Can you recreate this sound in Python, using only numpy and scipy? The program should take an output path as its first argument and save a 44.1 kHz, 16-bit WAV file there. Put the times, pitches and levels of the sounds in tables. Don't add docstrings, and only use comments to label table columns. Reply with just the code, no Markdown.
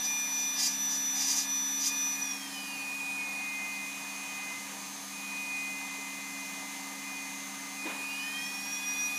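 import sys
import numpy as np
from scipy import signal
from scipy.fft import rfft, irfft, next_fast_len
from scipy.io import wavfile
from scipy.ndimage import uniform_filter1d, minimum_filter1d, map_coordinates

SR = 44100
rng = np.random.default_rng(int(sys.argv[2]) if len(sys.argv) > 2 else 0)


def boost_factor(decibels):
    exponent = np.asarray(decibels, float) / 20
    return 10 ** exponent


def inscribe(sig):
    pcm = np.round(np.clip(np.atleast_2d(sig).T, -1, 1) * 32767)
    wavfile.write(sys.argv[1], SR, pcm.astype(np.int16))


N = 404838

# order [multiple of shaft speed], level_db
WEAK_ORDERS = [(3, -66), (5.35, -54), (10, -57), (13, -63), (16.51, -64), (17.11, -56), (18, -55.5),
               (19, -64), (20, -56.5), (24, -62), (24.46, -58), (25, -60), (26, -63), (26.45, -59),
               (27, -59), (27.26, -59), (27.85, -55), (28.82, -61), (29.62, -61), (31.22, -57), (33, -62),
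               (35, -63), (36, -64), (38, -66)]
# pitch_hz, gain_db
CASING = [(1000, -4.5), (1500, -19.5), (1900, 3.5), (2150, -10), (3000, -6), (5000, -18), (6400, 0),
          (7500, -8.5), (9000, -19), (11000, -30), (15000, -15)]
# time_s, order_9_level_db
AIM = [(0, -44.5), (1.04, -45), (1.6, -45), (2.0, -44), (2.12, -52), (3.12, -54.5), (3.54, -43),
       (3.85, -44), (3.92, -54), (4.28, -51.5), (4.57, -43), (4.8, -67), (5.24, -56.5), (5.65, -45.5),
       (7.83, -50), (7.9, -65), (8.23, -44.5), (8.6, -57.5)]
# start_s, length_s, gain_db
SWELLS = [(.27, .08, -3), (.59, .02, 3), (1.22, .01, 5.5), (1.83, .01, -5), (1.87, .005, 2),
          (2.44, .01, 7.5), (2.56, .03, 9), (2.71, .02, 6), (2.93, .01, 2), (3.02, .01, 2), (3.2, 0.045, 6),
          (8.1, 0.022, 4), (8.36, 0.13, 2), (8.71, .07, 4), (8.83, 0.029, 6), (8.97, .01, 9),
          (9.11, .01, 5)]
# pitch_hz, order_15_level_db
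NOSE = [(3400, -63), (4100, -63), (4600, -56), (5050, -52), (5450, -47), (5650, -39), (5930, -32.5)]
# start_s, length_s, loss_db
NOSE_DIPS = [(0, .01, 2), (.27, 0.036, 3), (.16, .1, 1.5), (.52, .08, 2.5), (.635, .035, -1), (.7, 0.0045, 1.5),
             (.775, .005, -1), (1.26, .01, -1), (1.335, 0.0073, 3.5), (1.378, 0.0043, 1), (1.43, .02, 3.5),
             (1.7, .15, 0.5), (1.9, .005, 2.5), (2.12, 0.076, 2), (2.235, .03, 5.5), (2.31, .04, 0),
             (2.43, 0.076, 5), (2.69, .02, 2), (2.92, .08, 6), (8.18, .01, 6), (8.29, .01, 8), (8.58, .07, 3.5),
             (8.82, 0.011, 9), (8.77, .01, 4), (8.88, .03, -1), (8.97, .01, 3), (9.11, 0.023, 18)]
# pitch_hz, level_db
COOLING_AIR = [(2500, -22), (4000, -0.5), (6200, -3), (7200, -4), (8300, -14.5), (9600, -1), (11500, -7),
               (13500, -7), (15500, -10)]
# time_s, speed_rps [turns per s]
FAN_SPEED = [(0.0, 268.1), (1.09, 270.6), (2.12, 273.4), (3.03, 274.9), (4.31, 275.7), (5.15, 275.5),
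             (5.87, 274.4), (6.53, 274.3), (7.12, 273.6), (8.02, 274.6), (9.18, 274.8)]
# time_s, level_db
BLADE = [(.14, -39.5), (.46, -42), (.88, -57), (1.56, -47.5), (1.91, -38), (2.55, -45.5), (3.03, -36.5),
         (3.66, -39), (4, -44.5), (4.42, -42.5), (5.15, -48), (5.58, -35.5), (5.87, -45), (6.6, -48),
         (7.12, -44), (8.25, -39), (8.68, -42.5), (9.0, -36.5)]
# start_s, length_s, loss_db
ARM = [(0, 0.041, 13), (.3, .01, 4), (.58, 0.012, 4), (1.63, 0.24, 10.5), (1.98, 0.0083, 7),
       (2.12, 0.016, 6), (2.42, 0.075, 11), (4.57, 0.29, 8.5), (4.92, 0.175, 13), (5.17, 0.23, -2.5),
       (6.29, .01, 3), (6.65, 0.38, 9), (7.25, 0.11, 4), (7.4, .35, 15), (7.91, 0.045, 2.5)]
# pitch_hz, level_db
RUSH = [(24, -75), (40, -50), (143, -14.5), (188, -6.5), (273, -13.5), (359, -15.5), (926, -8.5),
        (1220, -9.5), (1380, -12.5), (2010, 0.5), (3220, -12.5), (5720, -14), (6320, -9.5), (13700, -23.5),
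        (15500, -29)]
# pitch_hz, width_hz, height_db [over the rush]
DUCT = [(778, 60, 8.5), (897, 35, 5), (965, 63, 7), (1100, 50, 3), (1220, 77, 4), (2050, 510, -7.5),
        (9020, 580, 5.5)]
# pitch_hz, level_db
MAINS = [
    (100, -80.5),
    (199.8, -56),
    (300, -64),
]
# start_s, length_s, body_level_db, edge_over_body_db
TOUCHES = [(0.055, .005, -42, 2), (.385, .05, -54, 6), (0.577, .02, -39, -5.5), (0.593, 0.027, -33.5, -2),
           (0.627, 0.048, -33, 0.5), (0.707, 0.029, -47, 3.5), (0.907, 0.054, -47.5, 5),
           (1.165, .06, -45.5, 4), (1.206, 0.042, -39.5, 1.5), (1.272, 0.062, -37.5, 0.5),
           (1.365, 0.025, -39.5, 2.5), (1.395, 0.031, -40.5, -1.5), (1.813, .04, -44.5, 0.5),
           (1.845, 0.036, -39, 2)]
# pitch_hz, level_db
WORKPIECE = [(300, -90), (700, -46), (1200, -34), (2000, -14), (2800, -13), (3400, -14), (3950, -8),
             (4350, -14), (4750, 1), (5150, -1), (5550, -9), (6200, -30)]
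# pitch_hz, level_db
BUR_EDGE = [(3000, -90), (5300, -21), (5900, 3), (6300, -1), (6750, 0), (7100, -4), (7900, -15),
            (8700, -14), (9300, -14), (9900, -14), (11500, -21), (13500, -19), (15500, -28)]
# start_s, level_db, pitch_hz, t60_s
KNOCKS = [
    (7.854, -28, 316, 0.08),
    (7.872, -31, 990, .05),
    (7.904, -38, 1810, 0.028),
    (7.915, -38, 1060, .05),
    (7.965, -38, 1120, .04),
    (5.98, -44, 425, .08),
]
# time_s, level_db
SCUFF = [
    (7.82, -58),
    (7.85, -53),
    (7.868, -41),
    (7.92, -44),
    (7.972, -48),
    (8.012, -55),
    (8.02, -52),
]
# pitch_hz, level_db
SOLE = [(150, -43), (250, -7), (284, -7.5), (1020, -13), (1640, -9.5), (2400, -12), (4000, -18),
        (5200, -51), (8800, -120)]
# pitch_hz, threshold_db
MASK = [(300, -40), (1000, -14), (3000, -9), (7000, -6), (10500, -4.5), (12500, -2.2), (15400, -1.2)]
# pitch_hz, threshold_db
SHADOW = [(300, -60), (2700, -29), (6200, -36), (12300, -23), (15400, -25)]

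TOP_HZ = 15350
FULL_RPS, IDLE_RPS, RESTART_RPS = 395.3, 229.0, 391.0
RELEASE_S, COAST_S, DRAG_RPS = 2.211, 3.03, 141
CATCH_S, SETTLE_S = 3.2, 0.28
PRESS_S, RISE_S = 7.872, 0.343
LOAD_RPS, LAG_S = 1.1, 0.033
QUIET_DB, PRESS_LOSS_DB = -69, 5
TWIN_DB, TWIN_FALL = -50, 0.66
BEARING_DB, BEARING_FALL = -53.5, 0.2
GLIDE_FADE_DB, FLUTTER_PER_S = 2.0, 50
EDGE_S = 0.048
ROTOR_DB, BENCH_HZ, OFF_DB = -49.5, 271.88, 0.39
RUSH_DB = -44
ATTACK_DB_S, RELEASE_DB_S = 650, 420
CHATTER_DB, SKIP_RAD = 0.8, 0.05
SCRATCH_DB, WEAR_DB, WEAR_FROM_S, WEAR_S = -10.5, 10, 1.0, 0.35


def unit(x):
    return x / np.sqrt(np.mean(x ** 2) + 1e-20)


def curves(rows, outside=None):
    s, *cols = np.transpose(rows)
    return [np.interp(np.arange(N) / SR, s, c, outside, outside) for c in cols]


def wobble(rate):
    return map_coordinates(rng.standard_normal(int(N * rate / SR) + 4), [np.arange(N) * rate / SR])


def along(points, hz):
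    f, v = np.transpose(points)
    return np.interp(np.log(hz + 1), np.log(f + 1), v)


def coloured(x, points, peaks=()):
    m = next_fast_len(len(x) + 8192)
    hz = np.fft.rfftfreq(m, 1 / SR)
    lift_db = sum(db / (1 + (2 * (hz - c) / w) ** 2) for c, w, db in peaks)
    return unit(irfft(rfft(x, m) * boost_factor(along(points, hz) + lift_db), m)[:len(x)])


def patchy(patchy_db):
    z = signal.stft(rng.standard_normal(N + 512), nperseg=512)[2]
    field = uniform_filter1d(rng.standard_normal(z.shape), 6, 0)
    field = uniform_filter1d(field, 14, 1)
    return signal.istft(z * boost_factor(patchy_db * unit(field)), nperseg=512)[1][:N]


def tone(angle, db):
    return np.sqrt(2) * boost_factor(db) * np.sin(angle)


def shade(rows):
    t = np.arange(N) / SR
    return sum(db * np.clip(np.minimum(t - s, s + length - t) / EDGE_S + 1, 0, 1) for s, length, db in rows)


def handpiece():
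    body_db, edge_db = pressure()
    firm = uniform_filter1d(np.clip((edge_db + 48) / 12, 0, 1), size=2000)
    firm = np.roll(firm, round(LAG_S * SR))
    speed = shaft(firm)
    angle = 2 * np.pi * np.cumsum(speed) / SR
    glide = np.clip(np.abs(uniform_filter1d(np.gradient(speed) * SR, 4000)) / 25, 0, 1)
    slower = FULL_RPS - speed

    slot_db = curves(AIM)[0] + shade(SWELLS) - PRESS_LOSS_DB * firm
    slot_db = slot_db + GLIDE_FADE_DB * glide * wobble(FLUTTER_PER_S)
    nose_db = along(NOSE, 15 * speed) - shade(NOSE_DIPS) + GLIDE_FADE_DB * glide * wobble(FLUTTER_PER_S)
    twin_db = np.maximum(TWIN_DB - TWIN_FALL * slower, QUIET_DB) + 0.66 * wobble(11)
    bearing_db = np.maximum(BEARING_DB - BEARING_FALL * slower, QUIET_DB) + 1.3 * wobble(8)
    strong = [(9, slot_db), (15, nose_db), (30, twin_db), (4.345, bearing_db)]
    whine = sum(tone(k * angle + 0.1 * wobble(30), db + 0.45 * wobble(40)) for k, db in strong)

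    for k, db in WEAK_ORDERS:
        phase = k * angle + 0.4 * wobble(8)
        order_db = db + 1 + along(CASING, k * speed) + 2.2 * wobble(3)
        whine += tone(phase, order_db - 0.7 * max(k - 21, 0) * glide)
    whine = whine * (1 - 0.15 * glide) + boost_factor(-5) * room(whine * glide, t60=0.3)

    air_db = -49.5 + 4.8 * np.clip((speed - 229) / 166, 0, 1) ** 1.3 + 0.5 * wobble(3.07)
    air = boost_factor(air_db) * coloured(patchy(patchy_db=0.8), COOLING_AIR)
    return whine + air + bur(angle, body_db, edge_db)


def shaft(firm):
    t = np.arange(N) / SR

    def coast(s):
        return (FULL_RPS + DRAG_RPS) * np.exp(-np.maximum(s - RELEASE_S, 0) / COAST_S) - DRAG_RPS

    settle = IDLE_RPS + (coast(CATCH_S) - IDLE_RPS) / (1 + np.maximum(t - CATCH_S, 0) / SETTLE_S) ** 2
    rise = (RESTART_RPS - IDLE_RPS) * (1 - np.exp(-np.maximum(t - PRESS_S, 0) / RISE_S))
    speed = np.where(t < CATCH_S, coast(t), settle) + rise - LOAD_RPS * firm
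    return uniform_filter1d(speed, size=3200)


def room(x, t60):
    tail = rng.standard_normal(SR // 2) * boost_factor(-60 * np.arange(SR // 2) / SR / t60)
    return signal.fftconvolve(x, tail / np.linalg.norm(tail))[:N]


def extractor():
    speed = curves(FAN_SPEED)[0]
    angle = 2 * np.pi * np.cumsum(speed) / SR
    blade_db = curves(BLADE)[0] - shade(ARM)
    rotor_db = ROTOR_DB - OFF_DB * (speed - BENCH_HZ) ** 2
    blades = tone(9 * angle + 0.15 * wobble(30), blade_db + 0.6 * wobble(25))
    rotor = tone(angle, rotor_db + 0.5 * wobble(10))
    bearing = tone(4.4 * angle + 0.5 * wobble(8), rotor_db - 7.5 + 1.5 * wobble(1.5))
    rush = boost_factor(RUSH_DB + 0.25 * wobble(2.58)) * coloured(patchy(patchy_db=1.08), RUSH, DUCT)
    return blades + rotor + bearing + rush


def hum():
    t = np.arange(N) / SR
    return sum(tone(2 * np.pi * hz * t + 0.21 * wobble(7.8), db + 1.1 * wobble(9)) for hz, db in MAINS)


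def bur(angle, body_db, edge_db):
    angle = angle + SKIP_RAD * wobble(70)
    turn = np.round(angle / (2 * np.pi)).astype(int)
    click = np.sin(39.5 * angle) / (np.sin(angle / 2) + 1e-9) - 1
    click = click - 2 * np.cos(15 * angle) - 2 * np.cos(9 * angle)
    strikes = click * boost_factor(1.5 * rng.standard_normal(turn[-1] + 1))[turn]
    lean = 0.5 + 0.5 * np.sin(2.2 * wobble(22))
    strikes = sum(signal.fftconvolve(strikes * path, scatter(t60=0.03))[:N] for path in (lean, 1 - lean))

    scratch_db = SCRATCH_DB + WEAR_DB * np.clip((np.arange(N) / SR - WEAR_FROM_S) / WEAR_S, 0, 1)
    scratch = rng.standard_normal(N) * (1 + 0.3 * np.cos(angle))
    body = coloured(strikes, WORKPIECE) + boost_factor(scratch_db) * coloured(scratch, WORKPIECE)
    edge = coloured(strikes, BUR_EDGE) + boost_factor(scratch_db + 2.5) * coloured(scratch, BUR_EDGE)
    return boost_factor(body_db + 0.5) * body + boost_factor(edge_db + 2.5) * edge


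def pressure():
    t = np.arange(N) / SR
    bodies, edges = [], []
    for s, length, db, edge_over_db in TOUCHES:
        before, after = np.maximum(s - t, 0), np.maximum(t - s - length, 0)
        level_db = db - ATTACK_DB_S * before - RELEASE_DB_S * after
        bodies.append(level_db)
        edges.append(level_db + edge_over_db)
    body_db = np.max(bodies, 0) + CHATTER_DB * wobble(44.5)
    edge_db = np.max(edges, 0) + CHATTER_DB * wobble(45)
    return body_db, edge_db


def scatter(t60):
    paths = rfft(rng.standard_normal(1024) * boost_factor(-60 * np.arange(1024) / SR / t60))
    return irfft(paths / np.abs(paths) ** 0.95)


def pedal():
    knocks, t = np.zeros(N + SR), np.arange(SR // 5) / SR
    for s, db, hz, t60 in KNOCKS:
        ring = boost_factor(db - 60 * t / t60) * np.sin(2 * np.pi * hz * t)
        knocks[round(s * SR):][:len(t)] += ring * (1 - np.exp(-t / 0.004))
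    scuff_db = curves(SCUFF, outside=-120)[0] + 2.3 * wobble(90)
    return knocks[:N] + boost_factor(scuff_db) * coloured(rng.standard_normal(N), SOLE)


def scene():
    mono = handpiece() + extractor() + hum() + pedal()
    return np.array([mono, mono])


def top_cut(x):
    return signal.sosfilt(signal.butter(12, 16270, fs=SR, output="sos"), x)


def record(dry):
    frames = dict(fs=SR, nperseg=2048, noverlap=1024, window="cosine")
    hz, _, z = signal.stft(dry[0], **frames)
    power = np.abs(z) ** 2 + 1e-18
    local = uniform_filter1d(uniform_filter1d(power, size=5, axis=0), size=3, axis=1)
    around = uniform_filter1d(np.log(local), size=61, axis=0)
    around = np.exp(uniform_filter1d(around, size=9, axis=1))
    below = np.roll(-minimum_filter1d(-local, size=9, axis=0), 13, axis=0)
    floor = around * boost_factor(2 * along(MASK, hz))[:, None] + below * boost_factor(2 * along(SHADOW, hz))[:, None]
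    z = z * (local > floor) * (hz < TOP_HZ)[:, None]

    draws = rng.random((z.shape[1], 2))
    centre_hz = 4500 * boost_factor(9 * draws[:, 1])
    filled = (np.abs(hz[:, None] / centre_hz - 1) < 0.09) * (draws[:, 0] < 0.08)
    apart = np.sqrt(around) * filled * np.exp(2j * np.pi * rng.random(z.shape))
    mid, side = signal.istft(np.array([z, apart]), **frames)[1][:, :N]
    return top_cut(np.array([mid + 1.1 * side, mid - 0.61 * side]))


dry = scene()
out = record(dry)
inscribe(out)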